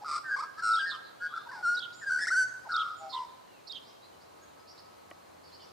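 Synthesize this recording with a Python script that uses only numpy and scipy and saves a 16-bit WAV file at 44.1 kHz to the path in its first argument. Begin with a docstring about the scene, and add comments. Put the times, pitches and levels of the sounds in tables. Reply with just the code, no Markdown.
"""A magpie warbles straight ahead, its voice turning harsh and then clear again.
It sings with both sides of its voice box (the syrinx), so two close tones beat against each other.
A smaller bird to the right chips and slurs, others twitter further off; houses throw back echoes.
Distant traffic murmurs under it all, and one soft knock sounds near the end."""
import sys
import numpy as np
from scipy import signal
from scipy.fft import rfft, irfft
from scipy.io import wavfile
from scipy.ndimage import uniform_filter1d

SR = 44100
rng = np.random.default_rng(int(sys.argv[2]) if len(sys.argv) > 2 else 0)


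def pcm_store(signal):
    """Save signal as 16-bit PCM."""
    levels = np.round(np.clip(np.atleast_2d(signal), -1, 1) * 32767)
    wavfile.write(sys.argv[1], SR, levels.astype(np.int16).T)


N = 252252
T = np.arange(N) / SR


def magpie(rough_hz=95, jitter=0.0045, rasp=0.14, hiss_db=-16, sharpness=0.68, ring_db=-12):
    """Two membranes share one airflow; its peaks make overtones and hiss, which the windpipe colours."""
    # windpipe resonances with the beak half open: f/Hz, level/dB
    windpipe_half = [(1600, 8), (2200, 8.5), (2700, -11.5), (3200, -5.5), (4100, 1.5), (4700, 11),
                     (5400, 7), (6400, -10.5), (7200, -6), (8200, -7), (9300, -15.5), (11000, -13.5),
                     (13000, -58)]
    # the same with the beak wide and the neck stretched: f/Hz, level/dB
    windpipe_wide = [(1600, -4), (2200, 8), (2800, -20.5), (4000, -6.5), (4600, 0), (5300, 8.5),
                     (6100, 0.5), (6700, -10), (7700, -0.5), (9100, -4.5), (9900, -18), (10800, -12),
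                     (13000, -44)]
    # how the beak moves: t/s, opening (0 half open, 1 wide)
    beak_moves = [(1.8, 0.06), (2.1, 0.63), (2.5, 1), (2.7, 0.32)]
    hz, tone_gain, overtone_gain, apart_hz, second_db, rough = magpie_melody()
    phase = turn(hz * (1 + jitter * wander(87)))
    second_tone = undb(second_db) * np.exp(1j * turn(apart_hz * (1 + 0.0686 * wander(30.6))))
    # in harsh notes the membranes swing chaotically in size and phase
    chaos = rough * (wander(rough_hz) + 1j * wander(rough_hz))
    flow = np.exp(1j * phase) * (1 + second_tone + chaos)
    flow /= np.sqrt(uniform_filter1d(np.abs(flow) ** 2, size=900))  # even out slow level changes
    raspy_phase = np.angle(flow) + rasp * (0.17 + 2.9 * np.sqrt(np.abs(rough))) * wander(410)
    overtones = sum(np.cos(k * raspy_phase) * (k * hz < .42 * SR) for k in range(2, 11))
    hiss = undb(hiss_db) * (.5 + 2 * rough) * rng.standard_normal(N)
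    source = (unit(overtones) + hiss) * np.abs(flow) ** sharpness
    wide = np.clip(curves(beak_moves)[0], 0, 1)
    buzz = (1 - wide) * unit(colour(source, windpipe_half)) + wide * unit(colour(source, windpipe_wide))
    # pushed hard, the half-open beak also rings high up
    effort = np.minimum(2 * np.log10(np.maximum(overtone_gain / undb(-52), 1)), 1)
    ring = unit(colour(source, [(6800, -23), (8200, 3), (9400, -30), (11000, -29), (13000, -55)]))
    buzz += undb(ring_db) * effort * (1 - wide) * ring
    # the voice breaks off for an instant where the pitch leaps
    octaves_per_s = uniform_filter1d(np.abs(np.gradient(np.log2(hz))) * SR, size=150)
    singing = 1 / (1 + (octaves_per_s / 55) ** 4)
    return singing * (unit(flow.real) * tone_gain + buzz * overtone_gain)


def magpie_melody(swell_db_per_s=33, fade_db_per_s=78, swing_decay_s=0.0446, converge=0.22):
    """Curves that steer the voice: each note glides, swells and fades as its two tones draw together."""
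    # gliding notes: t/s, length/s, start/Hz, end/Hz, level/dB, place of the crest (0-1),
    # overtones against the tone/dB, second tone's offset/Hz, its level against the tone/dB,
    # roughness (0-1)
    glides = [(.019, 0.02, 840, 845, -41.5, 0.7, -20, 104, -14, 0.25),
              (0.044, .026, 1264, 1270, -39, 0.5, -17.5, 160, -4, 0.9),
              (0.074, .115, 1190, 1240, -32, 0.77, -11, 149.5, -1, 0.74),
              (.25, .056, 1574, 1530, -36.5, .95, -29, 230, -8, 0.2),
              (.308, .051, 1611, 1620, -28.5, 0.65, -24.5, -110, -5.5, .24),
              (0.36, 0.021, 1030, 1240, -39, 0.9, -10.5, -150, -8, 0.29),
              (0.385, .031, 1011, 1308, -33, 1, -14, -150, -16.5, .22),
              (.423, .029, 1178, 1277, -34, 0.9, -16.5, -210, -4.5, 0.48),
              (.579, .029, 1643, 1626, -38.5, 0.9, -12, -340, 2, 0.55),
              (.628, .069, 1349, 1302, -28, 0.63, -12.5, 105, -0.5, 0.12),
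              (.698, .093, 1332, 1318, -22.5, 0.09, -20.5, 110, -6, .08),
              (.859, .055, 1646, 1628, -31.5, 0, -19, 164, -3.5, 0.16),
              (0.918, .053, 1290, 1220, -42, 0.75, -14.5, -230, -8, 0.58),
              (1.215, 0.064, 1635, 1612, -33, 0.8, -20.5, -170, 3, 0.27),
              (1.301, .027, 1210, 1185, -51, 0.4, -17, 168, -10, .5),
              (1.331, .018, 1301, 1417, -34.5, 0.58, -34, 168.5, -19, 0.41),
              (1.361, .027, 1308, 1347, -33.5, 0.02, -19.5, 169.5, -8, 0.65),
              (1.403, 0.025, 1203, 1190, -49, .5, -15, 113, -18, 0.5),
              (1.464, .022, 960, 920, -46, 0.2, -19.5, 112, -21, 0.7),
              (1.484, .026, 1560, 1530, -42.5, .5, -19, -590, -10, 0),
              (1.511, .098, 1050, 820, -42.5, 0.37, -13.5, 620, 2.5, 0.72),
              (2.021, .028, 1828, 1625, -39.5, .7, -17, -190, -1.5, 0.4),
              (2.065, .031, 1620, 1590, -31.5, 0.61, -18, 84, -19, 0.08),
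              (2.187, .022, 1480, 1606, -33.5, 0.13, -12.5, 398, -7.5, 0.9),
              (2.213, .033, 1720, 1689, -30.5, 0.4, -7, 180.5, -6, 0.14),
              (2.25, .012, 1708, 2037, -40.5, .5, -1.5, 176.5, 0, 0.5),
              (2.658, .025, 1030, 790, -45, 0.44, -27, -190, -6.5, 0.14),
              (2.691, .026, 1435, 1465, -39.5, 0.78, -15, 168.5, -7.5, 0.65),
              (2.723, .232, 1329, 1250, -27.5, 0.16, -26, 112, -3, 0.55),
              (3.011, 0.085, 810, 772, -43, 0.47, -23, -140, -6.5, .1),
              (3.138, .118, 1030, 1000, -34.5, 0.18, -22, -73.5, -6.5, 0.17)]
    # notes whose pitch swings and settles, mostly clear warbles, one a harsh flick: the same columns, then
    # first swing of pitch/Hz, swing rate/Hz
    warbles = [(.791, 0.065, 1596, 1608, -31.5, 0.39, -16.5, 153, -35, .06, 53, 11.9),
               (1.638, 0.16, 1395, 1461, -25.5, 0.29, -19, 81.7, -29, 0.068, 56.5, 17),
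               (2.1, 0.092, 1474, 1490, -27, 0.27, -17.5, 73.6, -3, 0.14, -65, 17),
               (2.269, 0.028, 1614, 1785, -28.5, 0.12, -7, 200, -8.5, .25, -280, 21),
               (2.306, 0.037, 1459, 1485, -25.5, .5, -15.5, 134, -17, .08, -115, 20.45),
               (2.349, .093, 1502, 1520, -23.5, 0.53, -13.5, 149.8, -23, 0.045, -86, 13)]
    notes = sorted([tuple(row) + (0, 0) for row in glides] + [tuple(row) for row in warbles])
    held, tone_gain, overtone_gain = np.zeros((4, N)), np.zeros(N), np.zeros(N)
    last_end = -notes[0][0]
    for s, length, start, end, db, crest, over_db, apart_hz, second_db, rough, swing_hz, rate in notes:
        t = T - s
        elapsed = np.clip(t, 0, length)
        progress = elapsed / length
        swing = swing_hz * np.cos(2 * np.pi * rate * elapsed) * np.exp(-elapsed / swing_decay_s)
        hz = start + (end - start) * progress + swing
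        # the voice box is reset halfway through the gap before the note
        reset = int((last_end + s) / 2 * SR)
        last_end = s + length
        held[:2, reset:] = hz[reset:], apart_hz * (1 + converge * (.5 - progress[reset:]))
        held[2:, reset:] = [[second_db], [rough]]
        past_crest = elapsed - crest * length
        swell_db = np.minimum(swell_db_per_s * past_crest, -fade_db_per_s * past_crest)
        gate = ramp(t, 0.003 + 0.041 * length) * ramp(length - t, 0.0031)  # long notes start more gently
        tone_gain += gate * undb(db + swell_db)
        overtone_gain += gate * undb(db + over_db + 0.79 * swell_db)  # overtones swell and fade less
    hz, apart_hz, second_db, rough = uniform_filter1d(held, size=340, axis=1)
    return hz, tone_gain, overtone_gain, apart_hz, second_db, rough


def small_bird(pitch_arch=0.0373, wobble=0.014, fade_db_per_s=170):
    """Chips and slurs: quick runs of arched syllables that fade once the call is past its peak."""
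    # syllables of a chip, timed from its sharp upward flick:
    # t/s, length/s, start/Hz, end/Hz, level against the call/dB, buzz (0-1)
    chip = [(-.052, .025, 4064, 4470, -9, 0.86), (-.026, .023, 3714, 3578, -2, 0.06),
            (-.005, 0.011, 3707, 4340, -2, 0.93), (.007, .014, 3250, 3250, -4, .12),
            (.023, .046, 3272, 2985, 3, 0.62)]
    # syllables of a falling slur, same columns
    slur = [(-.05, 0.048, 4150, 4200, -9, .9), (-.017, .037, 3726, 3430, 1, 0.71),
            (.018, .036, 3152, 2755, -4, .5)]
    # when the bird chips: t/s, level/dB
    chip_calls = [(.759, -37.5), (1.793, -37.5), (2.764, -35.5), (3.721, -39)]
    # when it slurs: t/s, level/dB
    slur_calls = [(0.916, -40), (3.142, -41)]
    out = np.zeros(N)
    for syllables, calls in ((chip, chip_calls), (slur, slur_calls)):
        for s, db in calls:
            for offset, length, start, end, syllable_db, buzz in syllables:
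                progress = np.linspace(0, 1, int(length * SR))
                arch = np.abs(np.sin(np.pi * progress))
                glide_hz = start + (end - start) * progress
                hz = glide_hz * (1 + pitch_arch * arch + wobble * wander(37.5, len(progress)))
                fade_db = -fade_db_per_s * np.maximum(offset + length * progress, 0)
                add(out, s + offset, undb(db + syllable_db + fade_db) * arch ** 0.53 * whistle(hz, buzz))
    return out


def whistle(hz, buzz, second_ratio=1.14, flutter_hz=290, octave_db=-29):
    """A small bird's tone; in buzzy parts a higher second voice joins and both flutter."""
    size = len(hz)
    flutter = buzz * np.sin(turn(flutter_hz * (1 + 0.262 * wander(94, size))))
    shake = .04 * flutter + .012 * wander(120, size)
    low, high = (turn(hz * (ratio + shake + .035 * buzz * wander(400, size)))
                 for ratio in (1, second_ratio))
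    second_gain = buzz * undb(-3)
    voices = np.sin(low) + second_gain * np.sin(high) + undb(octave_db) * np.sin(2 * low)
    return unit(voices * (1 + 0.98 * flutter))


def far_birds(pitch_arch=.025):
    """Scattered clear twitters from birds further off."""
    # one twitter a row: t/s, length/s, start/Hz, end/Hz, level/dB, buzz (0-1)
    calls = [(0.256, 0.15, 6860, 6060, -68, .3), (1.023, 0.081, 4100, 3850, -59, 0.42),
             (1.248, 0.22, 3080, 3766, -59, 0.51), (1.921, 0.031, 3645, 5250, -56.5, 0.67),
             (1.926, 0.076, 6554, 7400, -60.5, 0.16), (1.978, 0.072, 6980, 6770, -59, 0.19),
             (2.41, 0.15, 6480, 6350, -62, 0.15), (2.965, 0.068, 7220, 6600, -61.5, .27),
             (3.467, .15, 3020, 2314, -69.5, 0.16), (3.845, 0.077, 4420, 5180, -63, 0.5),
             (4.018, 0.056, 3850, 4100, -60.5, 0.4), (4.12, 0.039, 2930, 2910, -70, 0),
             (4.204, .034, 4150, 5140, -66, .3), (4.419, 0.035, 6540, 6460, -63, 0.16),
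             (4.419, 0.033, 1590, 1580, -63.5, 0), (4.594, .024, 5030, 4600, -66, 0),
             (4.671, 0.062, 4250, 4920, -56.5, 1), (4.772, 0.038, 3730, 4730, -57, 0.88),
             (5.431, .07, 4480, 4410, -61, 0.56), (5.518, 0.052, 3770, 4940, -56, 0.6),
             (5.59, 0.059, 3060, 2930, -62, .66), (5.599, 0.063, 3910, 5070, -59, 0.8)]
    out = np.zeros(N)
    for s, length, start, end, db, buzz in calls:
        middle = (start + end) / 2 * (1 + pitch_arch)
        add(out, s, undb(db) * twitter(length, start, middle, end, buzz))
    return out


def flock(count=90, level_db=-76):
    """Many short notes from birds far away, very faint."""
    out = np.zeros(N)
    for when, pitch, length, slope in rng.random((count, 4)):
        hz = 2900 + 2400 * pitch
        glide_hz = hz * .15 * (slope - .5)
        note = twitter(.03 + .06 * length, hz - glide_hz, hz, hz + glide_hz, buzz=.3)
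        add(out, when * T[-1], undb(level_db) * note)
    return out


def twitter(length, start, middle, end, buzz):
    """One short, wobbly glide through three pitches; buzz adds a second voice above it."""
    progress = np.linspace(0, 1, int(length * SR))
    hz = np.polyval(np.polyfit([0, .5, 1], [start, middle, end], 2), progress)
    phase = turn(hz * (1 + (.01 + .025 * buzz) * wander(110, len(progress))))
    voices = np.sin(phase) + buzz * np.sin(1.14 * phase)
    return np.sqrt(np.abs(np.sin(np.pi * progress))) * unit(voices)


def knock(at_s=5.1125, tick_lead_s=0.0085, contact_s=0.0011):
    """A light tick, then a soft blow that sets a few dull tones ringing."""
    # the ringing tones: f/Hz, relative level/dB, time to fade by 60 dB/s
    modes = [(310, -6, 0.038), (586, 4, 0.025), (720, 1, 0.025), (1130, -4, 0.049), (1410, -11, .02),
             (1930, -2.5, 0.029), (2230, 13, 0.0044), (2930, 3.5, 0.0083)]
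    out, t = np.zeros(N), np.arange(SR // 10) / SR
    ring = sum(undb(db) * np.sin(2 * np.pi * hz * t + rng.uniform(0, 2 * np.pi)) * die_away(t, t60)
               for hz, db, t60 in modes)
    add(out, at_s, 2 * undb(-46) * ring * (1 - np.exp(-t / contact_s)))
    tick = colour(rng.standard_normal(len(t)), [(1000, -10), (5000, 0), (10000, -1), (15000, -12)])
    add(out, at_s - tick_lead_s, undb(-53) * tick * np.exp(-t / .004))
    return out


def echoes(x, echo_db, scatter_db, t60, smear_s=0.0067):
    """Dull echoes, smeared by uneven house fronts, and a thin tail scattered by trees."""
    # bounces off the ground and houses: delay/s, relative level/dB, left minus right/dB
    bounces = [(0.025, -24, 25.5), (0.06, -18, -7.5), (.152, -25.5, -8.5), (0.205, -31, -7.5)]
    t = np.arange(SR) / SR
    tail = unit(rng.standard_normal((2, SR)) * die_away(t, t60)) / np.sqrt(SR)
    response = undb(scatter_db) * tail
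    for s, db, pan_db in bounces:
        bounce = unit(rng.standard_normal(SR) * np.exp(-np.abs(t - s) / smear_s)) / np.sqrt(SR)
        response += pan(bounce, pan_db) * undb(db + echo_db)
    dull = colour(x, [(1500, 3.4), (4500, 1.6), (9000, 1.5)])
    return signal.fftconvolve(dull[None], response, axes=1)[:, :N]


def traffic_murmur(middle_db=-59):
    """Wide, steady noise: a middle part both ears share, and a side part opposite in each ear."""
    # tone colour of the murmur: f/Hz, relative level/dB
    spectrum = [(15, -50), (25, -25), (96, -3), (215, -4), (378, -1.5), (1170, -1), (1270, -9.5),
                (1490, -5.5), (1660, -9), (3630, -15), (4150, -10.5), (5140, -18), (6730, -18), (7500, -20),
                (15500, -26)]
    # how wide it sounds: f/Hz, side minus middle/dB
    width = [(60, -1.5), (110, -12), (200, 2), (380, 5), (700, 6), (1290, 1), (2380, -1.5), (4400, -4),
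             (8120, -2), (15000, -4.5)]
    middle, side = (unit(colour(rng.standard_normal(N), spectrum)) for _ in range(2))
    side = colour(side, width)
    flicker_db = .25 * wander(5)
    return (middle + side * np.array([[1], [-1]])) * undb(middle_db + flicker_db)


def far_engine():
    """A far engine hums with its octave, sinking in pitch as it comes and goes."""
    # course of the hum: t/s, f/Hz, level/dB
    course = [(0, 135, -85), (1.3, 132, -78), (2.4, 126, -68), (3.1, 120, -77.5), (3.7, 92, -92),
              (4.2, 88, -76), (5.7, 88, -71)]
    hz, db = curves(course)
    shaft = turn(hz * (1 + 0.0302 * wander(7.2)))
    hum = np.sin(shaft) + 0.62 * np.sin(2 * shaft)
    return undb(db) * unit(hum * (1 + 0.22 * wander(8.7)))


def far_tone(hz=1281, level_db=-70.5):
    """A faint tone in the distance that wavers in pitch and loudness."""
    tone = np.sin(turn(hz * (1 + 0.00698 * wander(13.26))))
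    return undb(level_db) * unit(tone * (1 + .5 * wander(3.05)))


def undb(db):
    """Turn decibels into a factor to multiply by."""
    return 10 ** (np.asarray(db) / 20)


def unit(x):
    """Scale to an average (rms) level of 1."""
    return x / np.sqrt(np.mean(np.abs(x) ** 2))


def curves(rows):
    """Join a table's values by straight lines; its first column is the time."""
    s, *columns = np.transpose(rows)
    return [np.interp(T, s, column) for column in columns]


def colour(x, points):
    """Shape the tone colour along a curve of points: f/Hz, level/dB."""
    hz, db = np.transpose(points)
    f = np.fft.rfftfreq(x.shape[-1], 1 / SR)
    return irfft(rfft(x) * undb(np.interp(np.log(f + 1), np.log(hz), db)), x.shape[-1])


def wander(hz, size=N):
    """A smooth random drift of typical size 1, moving at up to about hz."""
    f = np.fft.rfftfreq(size, 1 / SR)
    return unit(irfft(rfft(rng.standard_normal(size)) * np.exp(-.5 * (f / hz) ** 2), size))


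def turn(hz):
    """The phase (angle turned so far) of a tone with this pitch."""
    return 2 * np.pi * np.cumsum(hz) / SR


def ramp(t, tau_s):
    """A soft step from 0 to 1 around t = 0."""
    return .5 + .5 * np.tanh(.5 * t / tau_s)


def die_away(t, t60):
    """A fade that loses 60 dB every t60 seconds."""
    return np.exp(-np.log(1000) * t / t60)


def pan(x, db):
    """Place a sound by its left minus right level."""
    return x * undb(np.array([[db], [-db]]) / 2)


def add(track, s, x):
    """Mix a short sound in at s seconds."""
    i = int(s * SR)
    track[i:i + len(x)] += x[:N - i]


def scene():
    """The magpie straight ahead, the small bird to the right, the rest further away."""
    song, chips, twitters = magpie(), small_bird(), far_birds() + flock()
    ahead = pan(song, 0.29) + echoes(song, echo_db=-1, scatter_db=-17, t60=1)
    right = pan(chips, -8) + echoes(chips, echo_db=-1.5, scatter_db=-13.5, t60=1)
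    distant = pan(twitters, -3) + echoes(twitters, echo_db=3, scatter_db=-6, t60=.7)
    return ahead + right + distant + pan(knock(), 0.46) + traffic_murmur() + far_engine() + far_tone()


def record(dry, top_hz=15500):
    """Cut away the highest treble."""
    return signal.sosfilt(signal.ellip(10, .2, 80, top_hz, fs=SR, output="sos"), dry)


dry = scene()
out = record(dry)
pcm_store(out)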